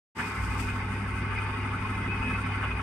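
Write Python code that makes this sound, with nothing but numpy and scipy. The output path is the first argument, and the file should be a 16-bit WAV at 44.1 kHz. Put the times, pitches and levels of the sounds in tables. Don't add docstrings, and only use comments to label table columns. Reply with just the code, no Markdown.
import sys
import numpy as np
from scipy import signal
from scipy.fft import rfft, irfft, next_fast_len
from scipy.io import wavfile
from scipy.ndimage import uniform_filter1d, map_coordinates

SR = 44100
rng = np.random.default_rng(int(sys.argv[2]) if len(sys.argv) > 2 else 0)


def waveform_to_disk(signal):
    frames = np.transpose(np.atleast_2d(signal))
    scaled = np.clip(frames, -1, 1) * 32767
    samples = np.round(scaled).astype(np.int16)
    wavfile.write(sys.argv[1], SR, samples)


N = 124362

SHAFT_HZ = 12.302
SWELL_TURN = 0.48


def amp(db):
    return 10 ** (np.asarray(db) / 20)


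def unit(x):
    return x / np.sqrt(np.mean(x ** 2) + 1e-20)


def clock():
    return np.arange(N) / SR


def along(points, hz):
    f, v = np.transpose(points)
    return np.interp(np.log(hz + 1), np.log(f + 1), v)


def curve(rows):
    return np.interp(clock(), *np.transpose(rows))


def wobble(rate_hz):
    knots = rng.standard_normal(int(N * rate_hz / SR) + 4)
    return map_coordinates(knots, [clock() * rate_hz])


def filtered(x, response):
    size = next_fast_len(N + SR // 2)
    hz = np.fft.rfftfreq(size, 1 / SR)
    return irfft(rfft(x, size) * response(hz), size)[..., :N]


def coloured(x, spectrum):
    return unit(filtered(x, lambda hz: amp(along(spectrum, hz))))


# (frequency [Hz], correlation [0-1])
CORRELATION = [(30, 0.64), (70, 1), (150, 1), (400, 0.96), (800, 0.93), (1300, 0.5), (2500, 0.29),
               (5000, 0.042)]


def spread(pair):
    def mid_side_gains(hz):
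        angle = np.arccos(np.clip(along(CORRELATION, hz), -1, 1)) / 2
        return np.array([np.cos(angle), np.sin(angle)])
    mid, side = filtered(pair, mid_side_gains)
    return unit(np.array([mid + side, mid - side]))


def noise():
    return rng.standard_normal((2, N))


def tone(hz, waver_rad, rate_hz=5):
    start_turn = rng.random()
    return np.sqrt(2) * np.sin(2 * np.pi * (hz * clock() + start_turn) + waver_rad * wobble(rate_hz))


def bump(s, length_s):
    return np.exp(-(2 * (clock() - s) / length_s) ** 2)


def swell(count=1, turn=SWELL_TURN):
    return np.cos(2 * np.pi * count * (SHAFT_HZ * clock() - turn))


PATCHY_DB = 3


def patchy(x):
    z = signal.stft(x, nperseg=512)[2]
    field = rng.standard_normal(z.shape[1:])
    field = uniform_filter1d(field, size=3, axis=0)
    field = uniform_filter1d(field, size=5, axis=1)
    return unit(signal.istft(z * amp(PATCHY_DB * unit(field)), nperseg=512)[1][:, :N])


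ROOM_T60_S, ROOM_DB = 0.12, 3


def workshop(x):
    t = np.arange(SR // 3) / SR
    tail = rng.standard_normal((2, len(t))) * amp(-60 * t / ROOM_T60_S)
    tail /= np.linalg.norm(tail, axis=1, keepdims=True)
    middle, side = signal.fftconvolve(x[None], tail, axes=1)[:, :N]
    return np.array([unit(x + amp(ROOM_DB) * middle), unit(side)])


KNOCK_JITTER_S, KNOCK_SCATTER_DB, KNOCK_PATTERN_DB = .00022, 2.2, 1.3


def knocks(count):
    turns = np.arange(int(N / SR * SHAFT_HZ) + 1)[:, None]
    place = (np.arange(count) + rng.random(count)) / count
    jitter_s = KNOCK_JITTER_S * rng.standard_normal((len(turns), count))
    s = (turns + place) / SHAFT_HZ + jitter_s
    pattern_db = KNOCK_PATTERN_DB * rng.standard_normal(count)
    size = amp(pattern_db + KNOCK_SCATTER_DB * rng.standard_normal(s.shape))
    return np.bincount(np.abs(s * SR).astype(int).ravel(), size.ravel(), N)[:N]


# (frequency [Hz], relative density [dB])
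BODY_SPECTRUM = [(250, -26), (480, -11.5), (660, -12.5), (780, -3), (880, 0), (990, -4), (1120, 0),
                 (1220, 0.5), (1330, -1), (1570, -1.5), (1710, -2), (1810, -7), (2120, 2), (2270, -5),
                 (2500, -2), (2660, -7), (2980, -8), (3250, -17.5), (3600, -15.5), (3950, -26),
                 (4280, -28.5), (4750, -20), (5500, -29.5), (6500, -35), (7700, -50), (13700, -54),
                 (14700, -51)]
# (frequency [Hz], width [Hz], relative gain [dB])
HOUSING_MODES = [(904, 55, -1), (1055, 48, 2), (1111, 32, 2.5), (1420, 16, 6.5), (1522, 28, 4),
                 (1738, 55, 4), (1905, 32, 1), (2053, 29, 5), (2478, 58, -1)]
# (time [s], level [dB])
DRIVE_LOAD = [(0.2, -34), (0.45, -36.5), (0.56, -36), (0.69, -36.5), (0.77, -36.5), (1.1, -37.5),
              (1.4, -36), (1.9, -36.5), (2.3, -35.5), (2.59, -35), (2.77, -36.5)]
CLATTER_DB, HOUSING_DB, WHIRR_DB = -40, -41.5, -44
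HOUSING_WAVER_DB, CLATTER_SWELL_DB = 5, -0.25


def drive():
    blows = workshop(knocks(count=24))
    push = unit(blows) + noise()
    ringing = 0
    for k, (centre_hz, width_hz, db) in enumerate(HOUSING_MODES):
        def resonance(f):
            damping = 1j * f * width_hz
            return (-1) ** k * damping / (centre_hz ** 2 - f * f + damping)
        ringing = ringing + amp(db + HOUSING_WAVER_DB * wobble(28.2)) * filtered(push, resonance)
    parts = ((CLATTER_DB, patchy(blows)), (HOUSING_DB, ringing), (WHIRR_DB, patchy(noise())))
    body = sum(amp(db) * spread(coloured(part, BODY_SPECTRUM)) for db, part in parts)
    load_db = curve(DRIVE_LOAD)
    return amp(load_db - load_db.mean() + CLATTER_SWELL_DB * swell()) * body


# (frequency [Hz], relative density [dB])
PUFF_SPECTRUM = [(400, -24), (850, 0), (1250, 2), (1650, 3), (2000, -2.5), (2400, -3), (2800, -4),
                 (3100, -11), (3600, -17.5), (4100, -36), (8000, -48.5)]
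# (time [s], length [s], level [dB])
SCRAPE_STROKES = [(.208, 0.038, -34.5), (.603, 0.031, -41.5), (1.509, .02, -41.5), (2.232, .02, -40),
                  (2.316, 0.024, -40), (2.648, 0.046, -34.5), (2.715, 0.026, -40), (2.799, 0.018, -40)]
STROKE_TURN, STROKE_S, STROKE_HZ, STROKE_SCATTER_HZ = .42, .022, 1310, 18
STROKE_DB, STROKE_SCATTER_DB, PUFF_DB = -46.3, 1, -42.5


def strokes():
    times = (np.arange(int(N / SR * SHAFT_HZ) + 1) + STROKE_TURN) / SHAFT_HZ
    size, detune = rng.standard_normal((2, len(times)))
    beats = [amp(STROKE_SCATTER_DB * z) * bump(s, STROKE_S) for s, z in zip(times, size)]
    pitches_hz = STROKE_HZ + STROKE_SCATTER_HZ * detune

    def ring():
        return sum(beat * np.sin(2 * np.pi * (hz * clock() + rng.random()))
                   for beat, hz in zip(beats, pitches_hz))
    rings = np.array([ring() for _ in range(2)])
    scrapes = sum(amp(db) * bump(s, length_s) for s, length_s, db in SCRAPE_STROKES)
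    puff = amp(PUFF_DB) * sum(beats) + scrapes
    return amp(STROKE_DB) * spread(rings) + puff * spread(coloured(patchy(noise()), PUFF_SPECTRUM))


GEAR_LINES = {73: -48.5, 86: -53.5, 89: -52.5, 90: -56, 96: -60.5, 105: -58, 124: -56, 139: -60, 168: -56}
GEAR_WAVER_DB, GEAR_WAVER_RAD = 3, .55


def gears():
    def line(hz):
        level = amp(GEAR_WAVER_DB * wobble(14))
        return level * np.array([tone(hz, GEAR_WAVER_RAD, rate_hz=16) for _ in range(2)])
    return sum(amp(db) * spread(line(k * SHAFT_HZ)) for k, db in GEAR_LINES.items())


FRAME_ORDERS = {4: -56, 5: -39, 6: -52, 7: -59, 9: -60, 11: -63, 14: -52, 16: -48.5, 17: -53, 20: -47.5, 21:
                -51, 22: -58.5, 23: -57, 32: -61.5, 34: -55, 35: -65, 38: -66.5}
# (frequency [Hz], relative density [dB])
RUMBLE_SPECTRUM = [(20, -19), (32, -2), (50, -3.5), (80, -1.5), (125, 1.5), (190, -3), (270, -5.5),
                   (310, -9), (360, -4), (425, -11.5), (470, -17), (650, -19.5), (1200, -52), (4000, -100)]
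# (time [s], level [dB])
DEEP_LEVEL = [(0.4, -29), (0.68, -36), (0.7, -36), (1.01, -45), (1.17, -31.5), (1.27, -44), (2.16, -38),
              (2.2, -38), (2.23, -36), (2.63, -43), (2.75, -33), (2.8, -51)]
# (time [s], level [dB])
THROB_LEVEL = [(0.2, -40), (0.35, -44), (0.41, -41.5), (0.68, -40), (.93, -42), (1.15, -40.5), (1.8, -41.5),
               (2.11, -37), (2.14, -42), (2.18, -40), (2.3, -36), (2.4, -44.5), (2.52, -42.5), (2.8, -39.5)]
DEEP_SHARE, THROB_SHARE = 0.4, 0.57
MAINS_HUM_HZ, HUM_DB, HUM_WAVER_DB = 99.8, -35, 0.4
MOTOR_HZ, MOTOR_DB = 44.6, -49.5
DRONE_WAVER_DB, DRONE_WAVER_RAD, DRONE_SIDE_DB = 3, 0.21, -23
RUMBLE_DB, RUMBLE_WAVER_DB = -41, 1.7
THROB_TURN, THROB_SWELL_DB = 0.095, 1.5


def drone():
    def swing(rows, share):
        level_db = curve(rows)
        return share * (level_db - level_db.mean())
    deep_db, throb_db = swing(DEEP_LEVEL, DEEP_SHARE), swing(THROB_LEVEL, THROB_SHARE)

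    def order(k, db):
        hz = k * SHAFT_HZ
        swing_db = deep_db if hz < 100 else throb_db if hz < 500 else 0
        return amp(db + swing_db + DRONE_WAVER_DB * wobble(5.01)) * tone(hz, DRONE_WAVER_RAD)
    hum = amp(HUM_DB + HUM_WAVER_DB * wobble(7.45)) * tone(MAINS_HUM_HZ, 0.063)
    hum = hum + amp(MOTOR_DB + deep_db) * tone(MOTOR_HZ, .2)
    frame = sum(order(k, db) for k, db in FRAME_ORDERS.items())
    side = amp(DRONE_SIDE_DB) * signal.hilbert(hum + frame).imag * wobble(6.12)
    twice_a_turn_db = THROB_SWELL_DB * swell(count=2, turn=THROB_TURN)
    rumble_db = RUMBLE_DB + throb_db + twice_a_turn_db + RUMBLE_WAVER_DB * wobble(40.17)
    rumble = amp(rumble_db) * spread(coloured(noise(), RUMBLE_SPECTRUM))
    return hum + frame + np.array([side, -side]) + rumble


# (start [s], length [s], pitch [Hz], level [dB])
RING_BURSTS = [(0.214, 0.025, 2560, -52), (0.605, 0.035, 2540, -40.5), (.68, 0.032, 2510, -39.5),
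               (1.162, 0.019, 2524, -44), (1.409, 0.039, 2486, -44), (1.916, 0.033, 2545, -45.5),
               (1.996, 0.031, 2545, -48), (2.074, 0.072, 2557, -38), (2.205, 0.15, 2548, -37),
               (2.64, .03, 2488, -41.5), (2.692, 0.03, 2506, -41.5)]
RING_RISE_S, RING_FALL_S, RING_IDLE_DB = 0.02, 0.016, -59
RING_WANDER_RAD, RING_FLUTTER_DB = .7, 1.5
RASP_HZ, RASP_WIDTH_HZ, RASP_DB = 2510, 55, -7.5


def steel_ring():
    t = clock()
    level, pitch_points = amp(RING_IDLE_DB), []
    for s, length_s, hz, db in RING_BURSTS:
        rise = np.clip((t - s) / RING_RISE_S, 0, 1)
        fall = np.exp(-np.maximum(t - s - length_s, 0) / RING_FALL_S)
        level = level + amp(db) * rise * fall
        pitch_points += [(s, hz), (s + length_s, hz)]
    phase = 2 * np.pi * np.cumsum(curve(pitch_points)) / SR

    def song():
        flutter = amp(RING_FLUTTER_DB * wobble(64))
        wander = RING_WANDER_RAD * (wobble(30.09) + wobble(110) / 2)
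        return flutter * np.sin(phase + wander)
    songs = unit(np.array([song() for _ in range(2)]))
    rasp = filtered(noise(), lambda hz: 1 / (1 + ((hz - RASP_HZ) / RASP_WIDTH_HZ) ** 4))
    return level * spread(songs + amp(RASP_DB) * unit(rasp))


# (time [s], pitch [Hz], level [dB])
FRAME_THUDS = [(.219, 218.8, -41), (.909, 205, -37), (1.033, 205, -37), (1.558, 250.6, -42),
               (2.279, 249, -34), (2.448, 255, -35), (2.455, 180, -36.5), (2.577, 259.9, -37.5)]
THUD_S, THUD_WAVER_RAD = 0.03, 0.36


def thuds():
    return sum(amp(db) * bump(s, THUD_S) * tone(hz, THUD_WAVER_RAD, rate_hz=57)
               for s, hz, db in FRAME_THUDS)


# (frequency [Hz], relative density [dB])
THIN_SPECTRUM = [(2500, -3), (4200, -6), (4720, 0), (5100, -4), (5600, -2.5), (7700, -5), (8300, 0),
                 (8850, 8.5), (9700, -4.5), (12900, -12.5), (13500, -26), (15200, -27)]
# (time [s], level [dB])
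THIN_DRIFT = [(.8, -3), (.87, -2.5), (.92, 3.5), (.98, 1.5), (1.17, 1.5), (1.26, -2), (1.33, 0.5),
              (1.6, -1), (1.92, 1.5), (2.12, -2.5), (2.28, 2.5), (2.55, -0.5), (2.8, 0.5)]
# (frequency [Hz], relative density [dB])
BROAD_SPECTRUM = [(2500, 3.5), (4200, -2), (4800, 5.5), (5800, -0.5), (7500, -1), (8500, 5), (9800, -6.5),
                  (13000, -8), (13800, -16), (15200, -15)]
# (time [s], level [dB])
BROAD_LEVEL = [(.17, -41), (.2, -45), (.28, -44.5), (.34, -49.5), (.44, -46.5), (.56, -48), (.6, -39.5),
               (.68, -48), (.76, -50.5), (.9, -63), (1.1, -81)]
HISS_DB, HISS_SWELL_DB, HISS_WAVER_DB, HISS_RIGHT_DB = -55, 1.8, 1.24, -28
SURGE_TURN, SURGE_DB = 2.5, 0.7


def hiss():
    surge = np.cos(2 * np.pi * (SHAFT_HZ * clock() - SURGE_TURN) / 3)
    pulse_db = HISS_SWELL_DB * swell() + SURGE_DB * surge
    thin_db = HISS_DB + curve(THIN_DRIFT) + pulse_db + HISS_WAVER_DB * wobble(60)
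    thin = amp(thin_db) * coloured(noise(), THIN_SPECTRUM)
    broad_db = curve(BROAD_LEVEL) + 1.2 * swell() + 0.97 * wobble(300)
    broad = amp(broad_db) * coloured(noise(), BROAD_SPECTRUM)
    return (thin + broad) * amp([[0], [HISS_RIGHT_DB]])


def scene():
    return drive() + strokes() + gears() + drone() + steel_ring() + thuds() + hiss()


START_S, FADE_S, TOP_HZ = .149, .048, 15250
BASS_START_S, BASS_FADE_S, BASS_THIN_DB, BASS_EDGE_HZ = 0.37, 0.03, -15, 118


def record(dry):
    def ramp(start_s, length_s):
        return np.clip((clock() - start_s) / length_s, 0, 1)
    bass = filtered(dry, lambda hz: 1 / (1 + (hz / BASS_EDGE_HZ) ** 6))
    thinned = dry - bass * (1 - amp(BASS_THIN_DB)) * (1 - ramp(BASS_START_S, BASS_FADE_S))
    return filtered(thinned * ramp(START_S, FADE_S) ** 1.01, lambda hz: hz < TOP_HZ)


dry = scene()
out = record(dry)
waveform_to_disk(out)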